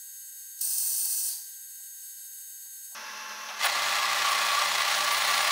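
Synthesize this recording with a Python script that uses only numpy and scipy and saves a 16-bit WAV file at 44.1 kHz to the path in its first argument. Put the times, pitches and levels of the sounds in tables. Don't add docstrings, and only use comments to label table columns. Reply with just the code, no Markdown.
import sys
import numpy as np
from scipy import signal
from scipy.fft import rfft, irfft, next_fast_len
from scipy.io import wavfile
from scipy.ndimage import map_coordinates

SR = 44100
rng = np.random.default_rng(int(sys.argv[2]) if len(sys.argv) > 2 else 0)


def nominal_scale(level):
    x = np.asarray(level, float) / 20
    return 10 ** x


def int16_out(signal):
    q = np.round(np.clip(np.atleast_2d(signal).T, -1, 1) * 32767)
    wavfile.write(sys.argv[1], SR, q.astype(np.int16))


N = 242991

TRUE, SPEEDUP = 1, 7.5
CUT = 2.949
TURN_HZ = 30.3
TOP_HZ = 15790
OPEN_S = 1.289
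JOLT_DB = 4.5
PULLS = [
    .591,
    3.487,
]


def unit(x):
    return x / np.sqrt(np.mean(x ** 2) + 1e-20)


def along(points, hz):
    f, v = np.transpose(points)
    return nominal_scale(np.interp(np.log(hz + 1), np.log(f + 1), v, left=-120))


def wobble(t, rate):
    u = (t - t[0]) * rate
    knots = rng.standard_normal(int(u[-1]) + 4)
    return map_coordinates(knots, [u], order=2)


def bump(t, s, wide):
    return np.exp(-((t - s) / wide) ** 2)


def slowed(lines):
    return [(hz / SPEEDUP, db) for hz, db in lines]


def coloured(x, gain, speed):
    m = next_fast_len(len(x) + 8192)
    f = np.fft.rfftfreq(m, speed / SR)
    return irfft(rfft(x, m) * gain(f), m)[:len(x)]


def rings(peaks, f):
    return np.sqrt(sum(nominal_scale(db) ** 2 / (1 + (2 * (f - c) / w) ** 2) ** 2 for c, w, db in peaks))


def tones(t, lines, speed, unsteady_db, rate=8):
    total = 0
    for hz, db in lines:
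        if hz * speed < TOP_HZ:
            strength = nominal_scale(db + unsteady_db * wobble(t, rate * speed))
            total = total + strength * np.sin(2 * np.pi * (hz * speed * t + rng.random()))
    return np.sqrt(2) * total


def combs(rows, step_hz):
    return [(hz, db - loss * k) for first, last, db, loss in rows
            for k, hz in enumerate(np.arange(first, last + step_hz / 2, step_hz))]


def burst(t, s, db, rise, t60):
    since = np.clip(t - s, 0, None)
    return nominal_scale(db - 60 * since / t60) * (1 - np.exp(-since / rise)) * rng.standard_normal(len(t))


def started(t, speed, pull):
    bite_s, spin_up_s, drag_db = 0.098, 0.02, -15.5
    since = (t - pull) * speed
    turning = 1 - np.exp(-np.clip(since - bite_s, 0, None) / spin_up_s)
    drag = nominal_scale(drag_db) * np.clip(since / bite_s, 0, 1)
    jolt = bump(since, 0.165, 0.025)
    return turning, np.maximum(turning, drag), jolt


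def clatter(t, speed, beat_db, rough_db):
    turn = 2 * np.pi * (TURN_HZ * speed * t + .015 * wobble(t, 3 * speed))
    beat = np.cos(turn) + 0.19 * np.cos(2 * turn + 0.52) + 0.14 * np.cos(3 * turn + 0.66)
    force = beat_db * beat + rough_db * np.tanh(wobble(t, 300 * speed)) + 0.47 * wobble(t, 6 * speed)
    return rng.standard_normal(len(t)) * nominal_scale(force)


def head(t, speed):
    # pitch in Hz, width in Hz, level in dB.
    casting_rings = [(115.5, 29, -32), (214, 55, -35), (280, 73, -33.5), (346, 16, -29.5), (414, 65, -25.5),
                     (514, 99, -25.5), (600, 55, -12), (682.6, 19.4, -8.5), (742, 73, -14), (811, 44, -6.5),
                     (923, 124, -10), (1080, 106, -6.5), (1161.4, 57, 1.14), (1280, 50, -9),
                     (1355, 75, -9.5), (1421, 77, -7.5), (1554, 120, -14), (1667, 18, -2.5),
                     (1610, 29, -12), (1683.5, 11, -6.5), (1690, 92, -16), (1769, 110, -7.5),
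                     (1820, 32, -30), (1890, 22, -17), (1918, 25, -9), (1969, 130, -7), (2070, 27.8, -4.5),
                     (2060, 44, -12)]
    # pitch in Hz, width in Hz, level in dB.
    upper_rings = [(2520, 20, 0), (3380, 4.1, 8.5), (4160, 25, 2), (5600, 39, -5), (6700, 62, -5),
                   (7030, 41, -6), (8010, 170, -11.5), (8600, 29, -17)]
    # frequency in Hz, level in dB per Hz.
    roar = [(1260, -46), (2150, 1), (3560, -0.5), (4100, 0.5), (7510, -10.5), (9830, -16), (12900, -18),
            (15100, -21), (16000, -32)]

    def casting(f):
        ringing = np.hypot(rings(casting_rings, f), nominal_scale(-7.5) * rings(upper_rings, f))
        return np.hypot(ringing, nominal_scale(-13.0) * along(roar, f))

    def gap(f):
        return f ** 2 / (f ** 2 + 90 ** 2) * (1 - 0.69 * rings([(165, 24, 0)], f))

    teeth = clatter(t, speed, beat_db=1.1, rough_db=2.4)
    return unit(coloured(teeth, lambda f: casting(f) * gap(f), speed))


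def loose_gears(t):
    # frequency in Hz, level in dB per Hz.
    rattle = [(350, -72), (600, -48), (822, -19), (997, -22), (1130, -47), (1550, -20), (1750, -26),
              (3520, -17.5), (4570, 2), (5460, -9), (6260, -2), (7380, -9), (8580, -1), (15900, -8)]
    teeth = clatter(t, SPEEDUP, beat_db=3.0, rough_db=4.0)
    return unit(coloured(teeth, lambda f: along(rattle, f), TRUE))


def orders(t, speed):
    # pitch in Hz, level in dB rms.
    spindle_tones = [(683.7, -83), (909.8, -67), (1141, -79), (1593, -67), (1825, -79), (1890, -75),
                     (2051, -81), (2638, -63), (2961, -67), (3284, -72), (3542, -73), (3768, -70),
                     (3822, -68), (3978, -71), (4102, -63), (4328, -55), (4447, -56), (4554, -55)]
    # pitch in Hz, level in dB rms.
    tooth_tones = [(5012, -54.5), (5905, -48.5), (10164, -47.5), (12635, -62), (15477, -48.5)]
    low = tones(t, slowed(spindle_tones), speed, unsteady_db=.7)
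    return low + tones(t, slowed(tooth_tones), speed, unsteady_db=2.2, rate=14)


def coast(t):
    start_hz, sink_hz_per_s, level_db, rise_s, t60_s = 5100, 15500, -46, .012, .16
    since = np.clip(t - OPEN_S, 0, None)
    phase = 2 * np.pi * np.cumsum(np.clip(start_hz - sink_hz_per_s * since, 100, None)) / SR
    rough = wobble(t, 164) * np.sin(phase) + wobble(t, 140) * np.cos(phase)
    return nominal_scale(level_db - 60 * since / t60_s) * (1 - np.exp(-since / rise_s)) ** 2 * rough


def clutch(t, speed, pull):
    # seconds after the pull, level in dB, rise in seconds, time to fall 60 dB in seconds.
    blows = [
        (0, -32, 0.00081, 0.21),
        (.152, -19, 0.009, 0.17),
    ]
    # frequency in Hz, level in dB per Hz.
    steel = [(300, -52), (600, 3.5), (1500, 1), (3500, -1), (6000, -17), (10000, -26), (15000, -24)]
    shake = sum(burst(t, pull + s / speed, db, rise / speed, t60 / speed) for s, db, rise, t60 in blows)
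    return nominal_scale(5.0) * coloured(shake, lambda f: along(steel, f), speed)


def cutting_hiss(t):
    # frequency in Hz, level in dB per Hz.
    chips = [(3000, -22), (6000, -23), (9500, 4), (12500, -15), (14000, -6), (15300, 1.5), (17000, -2)]
    # time in seconds, dB over the hiss.
    snaps = [
        (4.314, 6),
        (4.8, 2),
        (4.982, 1),
        (5.13, 7.5),
        (5.178, 5),
    ]
    level_db, rise_db_per_s, snatch_db = -44.5, 3.5, 17
    late_s, snap_s = .015, .012
    jolt = started(t, TRUE, PULLS[1])[2]
    turning = started(t - late_s, TRUE, PULLS[1])[0]
    snaps_db = sum(db * bump(t, s, snap_s) for s, db in snaps)
    cut = turning * nominal_scale(level_db + rise_db_per_s * (t - PULLS[1]) + snaps_db + snatch_db * jolt ** 2)
    lips = clatter(t, TRUE, beat_db=1.7, rough_db=2.2) * nominal_scale(1.2 * wobble(t, 14))
    return cut * unit(coloured(lips, lambda f: along(chips, f), TRUE))


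def drill_sleeve(t):
    # pitch in Hz, width in Hz, level in dB.
    sleeve_rings = [(1090, 44, -5), (1143, 43, -5.5), (1186, 34, -1.5)]
    swell_at_s, swell_every_s, swell_depth_db = 4.315, 0.272, 6.5
    level_db, peak_s, fall_db, rest_db = -23.5, 4.32, 37, -11
    push = np.cos(2 * np.pi * (t - swell_at_s) / swell_every_s) - 1
    arch_db = np.maximum(-fall_db * (t - peak_s) ** 2, rest_db)
    turning = started(t, TRUE, PULLS[1])[0]
    load = turning * nominal_scale(level_db + arch_db + swell_depth_db * push)
    shake = clatter(t, TRUE, beat_db=1.5, rough_db=3.0)
    return nominal_scale(-4.0) * load * unit(coloured(shake, lambda f: rings(sleeve_rings, f), TRUE))


def motor(t, speed, air_db):
    # pitch in Hz, level in dB
    single_tones = [(538.3, -88), (780.6, -95), (834.4, -87), (877.5, -91), (974.4, -92), (1270, -98), (1470, -93),
                    (1567, -69), (1615, -79), (1663, -80), (1760, -84), (1895, -74), (1927, -89), (1954, -86),
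                    (2056, -88), (2159, -84), (2250, -95), (2347, -93), (2406, -91), (2546, -87),
                    (2697, -86), (3031, -79), (3230, -82), (3483, -87), (3515, -86), (3623, -78), (3709, -74),
                  (3768, -76), (3795, -75), (3854, -83), (4210, -78), (4274, -79), (4317, -73), (4560, -75),
                  (4732, -79), (5087, -80), (5270, -81), (5389, -79),
                    (6907, -73), (7224, -69), (7876, -67), (8183, -63), (8533, -66), (11041, -76),
                  (11246, -68), (12597, -67), (13194, -73), (15520, -73), (15649, -76)]
    # first Hz, last Hz, level in dB rms, dB lost a step.
    whine_combs = [(5889, 6428, -76, -5), (6476, 7014, -52, 9), (7763, 10455, -60, 2.5),
                   (10169, 10707, -61, -1), (11784, 12322, -54, 8), (13114, 15267, -63, 1.3)]
    # first Hz, last Hz, level in dB rms, dB lost a step.
    slot_combs = [(2288, 3074, -61, 0), (2514, 2514, -62, 0), (2611, 4183, -61, .5), (2681, 3467, -54, 9),
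                  (2751, 5109, -62, 1), (3714, 6072, -66, -2), (3790, 5362, -65, 0), (4107, 5679, -63, 0),
                  (5432, 6218, -61, 2), (5825, 5825, -58, 0), (6395, 6395, -65, 0)]
    # pitch in Hz, width in Hz, level in dB.
    casing_rings = [(74.7, 6.8, -47), (117.5, 22, -34.5), (214.6, 8.3, -20.5), (263, 155, -30),
                    (390, 66, -19.5), (506, 59, -18), (596, 59, -10), (690, 94, -15.5), (814, 57, -18),
                    (885, 13, -16.5), (938, 77, -11), (1020, 11.5, 0.5), (1067, 20, 1), (1136, 110, -2.5),
                    (1290, 45, -5), (1380, 45, -2.5), (1430, 60, -14.5), (1518, 60, -8),
                    (1571.0, 4.4, -12.5), (1730, 26, -1.5), (1673, 58.4, -2), (1790, 43.7, -12),
                    (1700, 17.1, -12.5), (1945, 148.4, -8.5), (2020, 13, -16.5), (2095, 170, -9)]
    # frequency in Hz, level in dB per Hz.
    fan = [(1260, -43), (2150, -14), (2670, -2), (2880, -7.5), (4170, -11), (4540, -10.5), (5990, -2),
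           (7640, -21.5), (7970, -19), (9830, -22.5), (10800, -13.5), (12800, -19), (13900, -22),
           (16000, -20)]
    shaft_hz, slot_hz = 538.3, 786

    def casing(f):
        return np.hypot(rings(casing_rings, f), nominal_scale(-7.5) * along(fan, f))

    sped_up = single_tones + combs(whine_combs, shaft_hz)
    whine = nominal_scale(1.0) * tones(t, slowed(sped_up), speed, unsteady_db=1.0)
    slots = tones(t, combs(slot_combs, slot_hz), speed, unsteady_db=2.2, rate=25)
    unsteady = nominal_scale(0.45 * wobble(t, 40 * speed) + 1.0 * wobble(t, 3.6 * speed))
    air = unit(coloured(rng.standard_normal(len(t)) * unsteady, casing, speed))
    return whine + slots + nominal_scale(air_db) * air


def knocks(t):
    # time in seconds, level in dB, pitch in Hz, width in Hz, time to fall 60 dB in seconds; sped up.
    blows_on_table = [(.612, -60, 950, 200, 0.038), (1.062, -47, 890, 150, 0.032),
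                      (1.30, -66, 890, 250, 0.63), (1.54, -51, 3330, 500, 0.031),
                      (1.80, -69, 840, 302, .05), (2.018, -47, 5400, 900, 0.022),
                      (2.657, -58, 880, 250, 0.043), (2.671, -66, 900, 600, .03),
                      (2.822, -58, 3000, 2500, 0.023), (2.902, -62, 800, 300, .05),
                      (2.915, -63, 850, 400, 0.42)]
    total = 0
    for s, db, hz, w, t60 in blows_on_table:
        blow = burst(t, s, db, 0.0021, t60)
        total = total + coloured(blow, lambda f: rings([(hz, w, 0)], f) * np.sqrt(SR / w / 2), TRUE)
    return total


def microphone(x, speed):
    return coloured(x, lambda f: f ** 6 / (f ** 6 + 60 ** 6) + .002, speed)


def time_lapse(t):
    # time in seconds, level in dB over the run.
    clacks = [
        (.614, 3),
        (.785, 5),
        (.91, 2),
        (1.055, 3),
        (1.125, 1),
        (1.295, 2),
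    ]
    late_s, clack_s = .003, .004
    run_start_db, warm_db, warm_s = -28, -2.5, 0.061
    let_go_s, run_down_db_per_s = 0.015, 96
    turning, speed_up, jolt = started(t - late_s, SPEEDUP, PULLS[0])
    since_pull = np.clip(t - PULLS[0], 0, None)
    since_open = np.clip(t - OPEN_S, 0, None)
    run_db = run_start_db + warm_db * np.exp(-since_pull / warm_s) + 1.05 * JOLT_DB * jolt
    run_db = run_db - run_down_db_per_s * since_open
    clacks_db = sum(db * bump(t, s, clack_s) for s, db in clacks)
    run = speed_up * nominal_scale(run_db + clacks_db)
    held = np.exp(-since_open / let_go_s * 2)
    freed = 1 - held
    gears = (1 - 0.49 * freed) * head(t, SPEEDUP) + 0.61 * freed * loose_gears(t)
    spindle = run * gears + turning * held * orders(t, SPEEDUP)
    spindle = spindle + nominal_scale(-11) * clutch(t, SPEEDUP, PULLS[0]) + coast(t)
    return microphone(spindle + motor(t, SPEEDUP, air_db=-46.0) + knocks(t), SPEEDUP)


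def true_speed(t):
    level_db, deeper_db_per_s = -27.5, 0.94
    lock_s = .07
    _, speed_up, jolt = started(t, TRUE, PULLS[1])
    run = speed_up * nominal_scale(level_db + deeper_db_per_s * (t - PULLS[1]) + JOLT_DB * jolt)
    locked = started(t - lock_s, TRUE, PULLS[1])[0]
    gears = nominal_scale(-0.5) * head(t, TRUE) + nominal_scale(26.5) * locked * orders(t, TRUE)
    spindle = run * gears + clutch(t, TRUE, PULLS[1])
    drill = cutting_hiss(t) + drill_sleeve(t)
    return microphone(spindle + drill + motor(t, TRUE, air_db=-42.0), TRUE)


def scene():
    t = np.arange(N) / SR
    return np.concatenate([time_lapse(t[t < CUT]), true_speed(t[t >= CUT])])[None]


def roll_off(x):
    return signal.sosfilt(signal.butter(12, 16900, fs=SR, output="sos"), x)


def record(dry):
    limited = coloured(dry[0], lambda f: np.clip((TOP_HZ - f) / 90, 0, 1), TRUE)
    return roll_off(limited[None])


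dry = scene()
out = record(dry)
int16_out(out)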